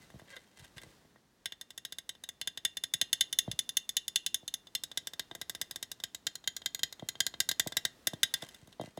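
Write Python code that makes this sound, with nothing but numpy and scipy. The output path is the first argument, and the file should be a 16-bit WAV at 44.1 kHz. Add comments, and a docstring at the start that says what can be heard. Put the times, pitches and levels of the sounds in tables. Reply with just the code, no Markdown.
"""Fingernails drumming on a plastic container

Nails tap a hard, hollow container close to a microphone in a quiet bedroom, wandering between its belly
and its head. Each nail knocks the wall and sets the shell's modes (its natural tones) ringing briefly.
Fingers bump it softly now and then. At the start and the end it is turned in the hands, so skin rubs
on the plastic; near the start a fingertip squeaks."""
import sys
import numpy as np
from scipy import signal
from scipy.fft import rfft, irfft
from scipy.io import wavfile
from scipy.ndimage import uniform_filter1d

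SR = 44100
rng = np.random.default_rng(int(sys.argv[2]) if len(sys.argv) > 2 else 0)


def master_out(mix):
    """Clip the mix to full scale and print it as 16-bit PCM to the path in sys.argv[1]."""
    frames = np.transpose(np.atleast_2d(mix))
    ceiling = np.clip(frames, -1, 1)
    pcm = np.round(ceiling * 32767).astype(np.int16)
    wavfile.write(sys.argv[1], SR, pcm)


N = 396454
TIME = np.arange(N) / SR   # seconds since the scene began
AGE = np.arange(4096) / SR   # seconds since one short sound began

# The shell's modes and their strength when struck on the belly or the head. A t60 is the time to fade
# by 60 dB. Columns: pitch_hz, belly_db, head_db, t60_s
SHELL_MODES = [(1607.4, -12, -14.5, 0.034), (1757, -27.5, -26, 0.095), (1872, -10.5, -23.5, 0.1),
               (2016, -19.5, -15, 0.13), (2112, -13.5, -47, 0.013), (2806, -18, -25, 0.45),
               (3056, -11, -22.5, 0.11), (3190, -27, -6.5, 0.23), (3572, -5.5, -6.5, 0.096),
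               (3528.5, -5, -22, 0.11), (3788, -17, -4, 0.18), (4147, -39.5, -6, 0.28),
               (4135, -43.5, -16.5, 0.0093), (4147, -17, -36, 0.12), (4140, -31, -28, 0.012),
               (4840, -27, -14.5, 0.02), (4958, -12, -21.5, 0.12), (5376, -4.5, -21, 0.011),
               (6070, -13.5, -42.5, 0.066), (5740, -18, -23, 0.046), (6060, 2, -99, 0.0086),
               (6457, 0, -37.5, 0.015), (6845, -2.5, -72, 0.017), (6796, -39.5, 2.5, 0.012),
               (7972, -7, -18, 0.013), (8496, -15, -18, 0.015), (10070, -6, -25.5, 0.018),
               (10340, -6, -20, 0.012), (10690, -5, -15, 0.011), (13500, -11, -6.5, 0.011)]


def from_db(db):
    """Turn decibels into a factor to multiply by."""
    return 10 ** (np.asarray(db) / 20)


def rms_one(x):
    """Scale each sound to an average strength (rms) of 1."""
    return x / np.sqrt(np.mean(x ** 2, axis=-1, keepdims=True) + 1e-20)


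def band(x, low_hz, high_hz, order=2):
    """Keep the part of a sound between two frequencies."""
    edges_hz = [low_hz, min(high_hz, .45 * SR)]
    return signal.sosfilt(signal.butter(order, edges_hz, "band", fs=SR, output="sos"), x)


def coloured_noise(spectrum, shape):
    """Noise with a given balance of low and high frequencies, rms 1."""
    hz, db = np.transpose(spectrum)
    bins_hz = np.fft.rfftfreq(shape[-1], 1 / SR) + 1
    gain = from_db(np.interp(np.log(bins_hz), np.log(hz), db))
    return rms_one(irfft(rfft(rng.standard_normal(shape)) * gain, shape[-1]))


def dying(t60_s):
    """A fade that falls 60 dB in the given time."""
    return from_db(-60 * AGE / t60_s)


def laid_out(starts_s, sounds):
    """Place short sounds at their moments in the scene."""
    out = np.zeros(N + len(AGE))
    for start_s, sound in zip(starts_s, sounds):
        at = int(np.clip(start_s * SR, 0, N))
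        out[at:at + len(AGE)] += sound
    return out[:N]


def room_hush(trim_db=-1.0):
    """Faint, low room noise whose level drifts up and down."""
    # The tone of the noise. Columns: frequency_hz, relative_db
    colour = [(15, -48.5), (25, 9), (82, 7), (249, 9), (695, 0), (1370, -3.5), (1610, -3), (1890, -2.5),
              (2280, -8), (3080, -6.5), (3340, -6), (3620, -6), (6050, -9.5), (12200, -17), (16000, -19)]
    # Its drifting level. Columns: time_s, level_db
    drift = [(0.0, -60.5), (0.53, -66), (0.9, -60.5), (1.23, -69), (2.9, -67), (3.43, -62.5), (4.01, -67),
             (5.71, -63.5), (6.08, -66), (8.36, -61), (8.66, -66), (8.99, -65)]
    level_db = np.interp(TIME, *np.transpose(drift))
    return from_db(level_db + trim_db) * coloured_noise(colour, (N,))


def bedroom_echoes(x, level_db=-17.5, near_t60_s=0.076, far_t60_s=0.23, far_db=-8):
    """Reflections from nearby things die fast; a fainter, duller tail lingers in the room."""
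    first_echo_s, build_s = 0.0011, 0.00077
    t = np.arange(int(.7 * SR)) / SR
    near_noise, far_noise = rng.standard_normal((2, len(t)))
    near = band(near_noise, 120, 9000, order=1) * from_db(-60 * t / near_t60_s)
    far = band(far_noise, 130, 4500, order=1) * from_db(far_db - 60 * t / far_t60_s)
    echoes = (near + far) * (1 - np.exp(-np.maximum(t - first_echo_s, 0) / build_s))
    return from_db(level_db) * signal.fftconvolve(x, echoes / np.linalg.norm(echoes))[:N]


def soft_ring(dull_above_hz=1900):
    """The shell's answer to a soft jerk of skin, which favours its lowest modes."""
    out = np.zeros(len(AGE))
    for hz, _, head_db, t60_s in SHELL_MODES:
        softness = np.exp(-(hz / dull_above_hz) ** 2)
        out += from_db(head_db) * softness * dying(t60_s) * np.sin(2 * np.pi * hz * AGE)
    return out


def stroke(start_s, length_s, rise_share=0.3):
    """The pressure of sliding skin builds and eases off again."""
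    return np.interp(TIME, [start_s, start_s + length_s * rise_share, start_s + length_s], [0, 1, 0])


def skin_rubbing(slips_per_s=380, slip_spread_db=3.0, trim_db=0.5, shell_db=-3):
    """Skin sticks and slips in tiny jerks that hiss and stir the shell's modes."""
    # Strokes of skin along the plastic. Columns: start_s, length_s, level_db
    strokes = [(0.0, 0.093, -63.5), (0.074, 0.39, -71), (.265, 0.17, -58), (0.383, 0.31, -72),
               (0.559, 0.078, -58.5), (0.622, 0.073, -59), (0.759, 0.059, -53), (0.811, 0.044, -52),
               (.83, 0.2, -69), (8.33, 0.078, -53.5), (8.4, 0.094, -51), (8.46, 0.21, -60),
               (8.62, 0.2, -68.5), (8.808, .12, -58)]
    # The tone of the hiss. Columns: frequency_hz, relative_db
    colour = [(240, -37), (400, 4), (655, 3), (1040, 4), (1130, -31), (1840, 4), (2290, -1), (2930, 7),
              (3370, -70), (3640, 5), (5030, -2), (8110, -1.5), (16000, -20)]
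    slips = (rng.random(N) < slips_per_s / SR) * rng.choice([-1, 1], N)
    slips = slips * from_db(slip_spread_db * np.minimum(rng.exponential(1, N), 4))
    slip_strength = np.sqrt(uniform_filter1d(slips ** 2, size=80).clip(0))
    hiss = rms_one(coloured_noise(colour, (N,)) * slip_strength)
    ring = rms_one(signal.fftconvolve(slips, soft_ring())[:N])
    pressure = sum(from_db(db) * stroke(start_s, length_s) for start_s, length_s, db in strokes)
    return from_db(trim_db) * pressure * rms_one(hiss + from_db(shell_db) * ring)


def fingertip_squeak(jitter=0.0556, tone_db=-5, shell_db=-1):
    """Slips lock into a rough rhythm: a low tone, with overtones picked out by the shell."""
    # The course of the dragging fingertip. Columns: time_s, slips_per_s, level_db
    drag = [(0.281, 580, -58), (.31, 600, -80), (0.34, 530, -50.5), (0.357, 790, -89), (0.369, 520, -49),
            (0.387, 466, -81)]
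    time_s, slips_per_s, level_db = np.transpose(drag)
    waver = rms_one(uniform_filter1d(rng.standard_normal(N), size=150))
    cycles = np.cumsum(np.interp(TIME, time_s, slips_per_s) * (1 + jitter * waver)) / SR
    slips = np.diff(np.floor(cycles), prepend=0)   # one jerk per cycle
    ring = rms_one(signal.fftconvolve(slips, soft_ring())[:N])
    loudness = np.interp(TIME, time_s, from_db(level_db), left=0, right=0)
    return loudness * (from_db(tone_db) * np.sin(2 * np.pi * cycles) + from_db(shell_db) * ring)


def wall_push(low_hz, high_hz):
    """A finger pushes the wall, which shoves the air: one rounded pulse, rms 1."""
    return rms_one(band(signal.unit_impulse(len(AGE)), low_hz, high_hz, order=3))


def finger_bumps(thud_db=-8.0, knock_db=-7.0, hollow_db=-6, shell_db=-22):
    """Flesh makes a round thud, higher the firmer it lands, and a hollow knock that stirs the shell."""
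    # Soft finger contacts. Columns: start_s, level_db, firmness (0 all thud, 1 nearly all knock)
    bumps = [(0.14, -49.5, 0.28), (0.155, -49.5, 0.22), (0.217, -54.5, 0.43), (0.596, -58, 0.11),
             (0.617, -53.5, 0.081), (0.762, -52.5, 0.1), (0.834, -56.5, 0.72), (0.862, -56, 0.2),
             (1.049, -64.5, 0.63), (2.944, -53.5, 0.21), (3.019, -50.1, 0.63), (3.478, -36.5, 0.4),
             (3.493, -45, 0.074), (3.53, -51.8, 0.18), (4.43, -57, 0.56), (5.313, -51, 0.75),
             (5.354, -57.5, 1), (7.024, -41.5, 0.59), (7.664, -38.5, 0.63), (8.072, -43.5, 0.83),
             (8.133, -40, 0.58), (8.427, -45.5, 0.79), (8.624, -54.5, 0.19), (8.676, -57.6, 0.54),
             (8.797, -37.5, 0.85), (8.813, -40, 0.75), (8.838, -46.5, 0.59), (8.874, -52.5, 0.48),
             (8.975, -41, 0.82)]
    soft_hz, firm_hz, width_ratio, hollow_hz = 85, 210, 1.68, 660
    start_s, level_db, firmness = np.transpose(bumps)
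    firmness = np.clip(firmness, 0, .98)
    thud_hz = soft_hz + (firm_hz - soft_hz) * firmness
    pulses = np.array([wall_push(hz / width_ratio, hz * width_ratio) for hz in thud_hz])
    thuds = from_db(thud_db) * np.sqrt(1 - firmness ** 2)[:, None] * pulses
    swell = 1 - np.exp(-AGE * hollow_hz)
    hollow = rms_one(np.sin(2 * np.pi * hollow_hz * AGE) * dying(t60_s=0.032) * swell)
    knock = from_db(knock_db) * rms_one(wall_push(302, 834) + from_db(hollow_db) * hollow)
    ring = from_db(shell_db) * rms_one(soft_ring(dull_above_hz=2600))
    return laid_out(start_s, from_db(level_db)[:, None] * (thuds + firmness[:, None] * (knock + ring)))


def nail_rings(place, favoured_hz, favour_db=6, favour_width_hz=90, scatter_db=2.0, detune=0.0055):
    """One ring for each tap: the spot decides the mode strengths, the grip shifts their pitch a little."""
    # Modes too crowded to hear singly, played as noise. 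Columns: frequency_hz, relative_db
    crowded_modes = [(1300, -14.5), (2400, -10), (3200, 0.5), (5000, -3.5), (6500, 0.5), (8000, 0),
                     (9200, 0.5), (10400, 3), (12000, 3), (15500, -5.5)]
    crowd_db, crowd_rise_s, rise_cycles = -4, 0.00034, 2.4
    t60_stretch, touched_t60_s = 1.884, 0.029
    free_t60_s, after_ring_db = 0.11, -22
    crowd = coloured_noise(crowded_modes, (len(place), len(AGE)))
    out = from_db(crowd_db) * crowd * dying(t60_s=0.027) * (1 - np.exp(-AGE / crowd_rise_s))
    for hz, belly_db, head_db, t60_s in SHELL_MODES:
        strength, shift, phase = rng.standard_normal((len(place), 3)).T[:, :, None]
        # A mode is louder when the nail lands where it swings most.
        favour = np.exp(-((hz - favoured_hz) / favour_width_hz) ** 2)
        mode_db = belly_db + (head_db - belly_db) * place + favour_db * favour
        gain = from_db(mode_db[:, None] + scatter_db * strength)
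        swell = 1 - np.exp(-AGE * hz / rise_cycles)   # bending waves need a moment to fill the shell
        # The finger stays on the wall and cuts long rings short; on the belly they ring on faintly.
        touched = dying(min(t60_s * t60_stretch, touched_t60_s))
        freedom = min(t60_s / free_t60_s, 1) ** 3 * (1 - place)[:, None]
        fade = touched + from_db(after_ring_db) * freedom * dying(t60_s)
        out += gain * swell * fade * np.sin(2 * np.pi * (hz * (1 + detune * shift) * AGE + phase))
    return out


def nail_knocks(level_db, hardness_db, boost_db, hollow_hz=690, hollow_db=-14, weight_db=-8):
    """A hollow knock and the finger's weight lie under each ring and stand out in soft taps."""
    base_db, ordinary_tap_db, force_share, hardness_share = -65, -30, 0.56, -0.051
    hollow = from_db(hollow_db) * rms_one(np.sin(2 * np.pi * hollow_hz * AGE) * dying(t60_s=0.12))
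    weight = from_db(weight_db) * wall_push(66.4, 161)
    knock_db = base_db + force_share * (level_db - ordinary_tap_db) + hardness_share * hardness_db
    return from_db(knock_db + boost_db)[:, None] * (wall_push(151, 1200) + hollow + weight)


def nail_taps(ring_db=-8.5):
    """Each nail knocks the wall and rings the shell; a harder nail makes a brighter ring."""
    # The strikes, nearly all by nails; the one at 0.1955 s is a knuckle knock. Columns: start_s, level_db,
    # favoured_hz, hardness_db (more means more treble)
    taps = [(0.1018, -64, 2800, -3.3), (0.1955, -60.5, 2740.0, -5), (0.3649, -45, 3350, -12),
            (0.5934, -58, 3070, -2.7), (0.645, -57, 4170, -5), (0.7799, -45, 3530.0, -14),
            (0.816, -59, 3470, -2), (1.1594, -77, 2750, -11), (1.457, -31, 3380, -7.4),
            (1.5214, -35.5, 3670, -18), (1.6115, -39.5, 3630, -5), (1.7047, -44.5, 3630, -7.5),
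            (1.7769, -38.5, 3420, -4), (1.8498, -35, 3770, -6), (1.9228, -38, 3640, -5.5),
            (1.9844, -36.5, 3780, -5), (2.0917, -34, 3780, -5.5), (2.1511, -50.5, 3550.0, -19),
            (2.2372, -39, 3800, -6), (2.289, -36.5, 3520, -5.5), (2.4133, -32, 3600, -7.5),
            (2.4732, -27.5, 3350, -8.5), (2.574, -33.5, 3680, -11.5), (2.6497, -22, 3500, -7.5),
            (2.7694, -31, 3550.0, -7), (2.8373, -27.5, 3540, -6.5), (2.9373, -23.5, 3660, -5.6),
            (3.0133, -20.5, 3670, -7), (3.1291, -20.5, 3300, -5), (3.2085, -18, 3630, -6.5),
            (3.3268, -27.5, 3480, -5.0), (3.3872, -19.5, 3500, -3), (3.514, -31, 3500, -6.5),
            (3.5903, -23.5, 3500, -4.5), (3.691, -31, 3470, -3.5), (3.769, -21.5, 3560.0, -2.5),
            (3.8913, -30, 3600, -3), (3.9673, -23, 3500, -2.5), (4.0799, -30.5, 3590, -2),
            (4.1583, -20.5, 3550.0, -4.5), (4.2628, -26, 3580, -3.5), (4.3435, -25, 3650, -2),
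            (4.4781, -32.5, 3620, -3.9), (4.5394, -29.5, 3500, -2.5), (4.6698, -45.5, 3530, -14.5),
            (4.7502, -26.5, 3580, -5), (4.8358, -35, 3780, 0), (4.9148, -39, 3670, -15),
            (4.9733, -27, 3600, -6), (5.0709, -35.0, 3600, -2), (5.1342, -40.5, 3600, -8.3),
            (5.1943, -30.5, 3710, -6.5), (5.3121, -37, 3580, -28), (5.3502, -42.5, 3600, -2.5),
            (5.414, -36.5, 3800, -2.5), (5.4956, -36.5, 3770.0, 1), (5.5491, -39, 3540.0, -4.5),
            (5.6137, -32, 3640, 0), (5.7102, -40.5, 3800, 1.5), (5.7587, -37, 3570, -3),
            (5.8265, -35.5, 3620, -1), (5.9153, -39.5, 3740, 1.3), (6.0006, -44.5, 3500, -12),
            (6.0371, -30.5, 3180.0, -6), (6.1465, -40, 3760.0, 1), (6.2675, -27, 3250, -6),
            (6.354, -41.5, 4130, 1.5), (6.4402, -46.5, 3170.0, -16), (6.4744, -25.5, 3220, -6.5),
            (6.565, -39, 4090.0, 2.5), (6.6176, -43.5, 3180.0, -20), (6.6593, -26.5, 3170.0, -7),
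            (6.7465, -35.5, 4100, 2), (6.792, -41, 3200, -6.6), (6.8323, -24, 3240, -6),
            (6.925, -43.5, 4300, -1.5), (6.995, -43.5, 3230, -19), (7.0873, -34, 4040, 1.3),
            (7.1535, -42, 3180.0, -26), (7.2034, -23, 3130, -3.6), (7.2652, -30.5, 4070, 0.5),
            (7.3395, -37, 3230, -27), (7.4022, -26, 3700, 1.5), (7.4893, -29.5, 3750, 3),
            (7.513, -30.5, 3660, -3.5), (7.5961, -23.5, 3400, -2), (7.6725, -41, 3680, 5.5),
            (7.7215, -37.5, 3470, -11.5), (7.7683, -25, 3700.0, -3.0), (7.8507, -24.5, 3680, -6.7),
            (8.0705, -26, 3300, 0.5), (8.1341, -41.5, 3540.0, -11.2), (8.2314, -18.5, 3800, -6),
            (8.3388, -25.5, 3470, -4), (8.4226, -37.5, 3320, -11), (8.4877, -49.5, 3070, -4),
            (8.5447, -49.5, 3750, -5.5), (8.673, -64, 4180, 3), (8.726, -53, 4060.0, -12),
            (8.8116, -50.3, 4270, -3), (8.9729, -51.5, 2800, -3.5)]
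    # Where the hand drums. Columns: time_s, place (0 belly, 1 head)
    hand_path = [(1.4, 0.18), (2.6, 0.12), (3.2, 0.063), (4.5, 0.029), (5.0, 0.51), (5.7, 0.41),
                 (6.3, 0.84), (7.3, 0.83), (8.3, 0.25)]
    # Level of the low modes and the hollow knock along the way.
    # Columns: time_s, low_boost_db, knock_boost_db
    boosts = [(.2, 19, 14.5), (.36, 8, 0), (.8, 15, 0), (1.16, 31, 19.5), (1.5, 4, -1), (2.6, 3, 1.5),
              (3.398, -2, -4), (4.599, -5, -2.5), (5.351, 8, 8.5), (5.9, 2.5, 4), (6.7, 3, 2.5),
              (7.702, 7, 9.5), (8.601, 5, 0)]
    # Four ranges of the ring: wall modes, main ring, tick and snap. Columns: low_hz, high_hz
    ranges = [(1300, 2400), (2500, 4400), (4400, 7500), (7500, 17000)]
    # How each range answers a tap. Columns: belly_db, head_db, hardness_share, boost_share
    answers = [(-18.5, -15.5, 0.23, 1), (-5.5, -6, 0.13, 0.061), (-9, -3, 0.68, 0), (-6, -11, 1, 0.26)]
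    start_s, level_db, favoured_hz, hardness_db = np.transpose(taps)
    boost_s, *boost_curves = np.transpose(boosts)
    low_boost_db, knock_boost_db = (np.interp(start_s, boost_s, db) for db in boost_curves)
    place = np.clip(np.interp(start_s, *np.transpose(hand_path)), 0, 1)
    rings = nail_rings(place, favoured_hz)
    sounds = nail_knocks(level_db, hardness_db, knock_boost_db)
    for (belly_db, head_db, hardness_share, boost_share), edges_hz in zip(answers, ranges):
        spot_db = belly_db + (head_db - belly_db) * place
        colour_db = spot_db + hardness_share * hardness_db + boost_share * low_boost_db
        ring_part = rms_one(band(rings, *edges_hz, order=4))
        sounds += from_db(ring_db + level_db + colour_db)[:, None] * ring_part
    return laid_out(start_s, sounds)


def scene():
    """The container close by, the quiet room and its echoes, in one channel."""
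    container = nail_taps() + finger_bumps() + skin_rubbing() + fingertip_squeak()
    return (container + room_hush() + bedroom_echoes(container))[None]


def delay_band(x, centre_hz, q):
    """Delay the range around one frequency without changing its level; a higher q narrows the range."""
    w = centre_hz * 2 * np.pi
    return signal.lfilter(*signal.bilinear([1, -w / q, w * w], [1, w / q, w * w], SR), x)


def record(dry, bass_cut_hz=40, top_cut_hz=16500):
    """The microphone lets bass through late, so knocks droop in pitch; deep bass and the top are cut."""
    late = delay_band(dry, centre_hz=120, q=0.41)
    late = delay_band(late, centre_hz=360, q=1.0)
    trimmed = signal.sosfilt(signal.butter(3, bass_cut_hz, "high", fs=SR, output="sos"), late)
    return signal.sosfilt(signal.ellip(10, .2, 70, top_cut_hz, fs=SR, output="sos"), trimmed)


dry = scene()
out = record(dry)
master_out(out)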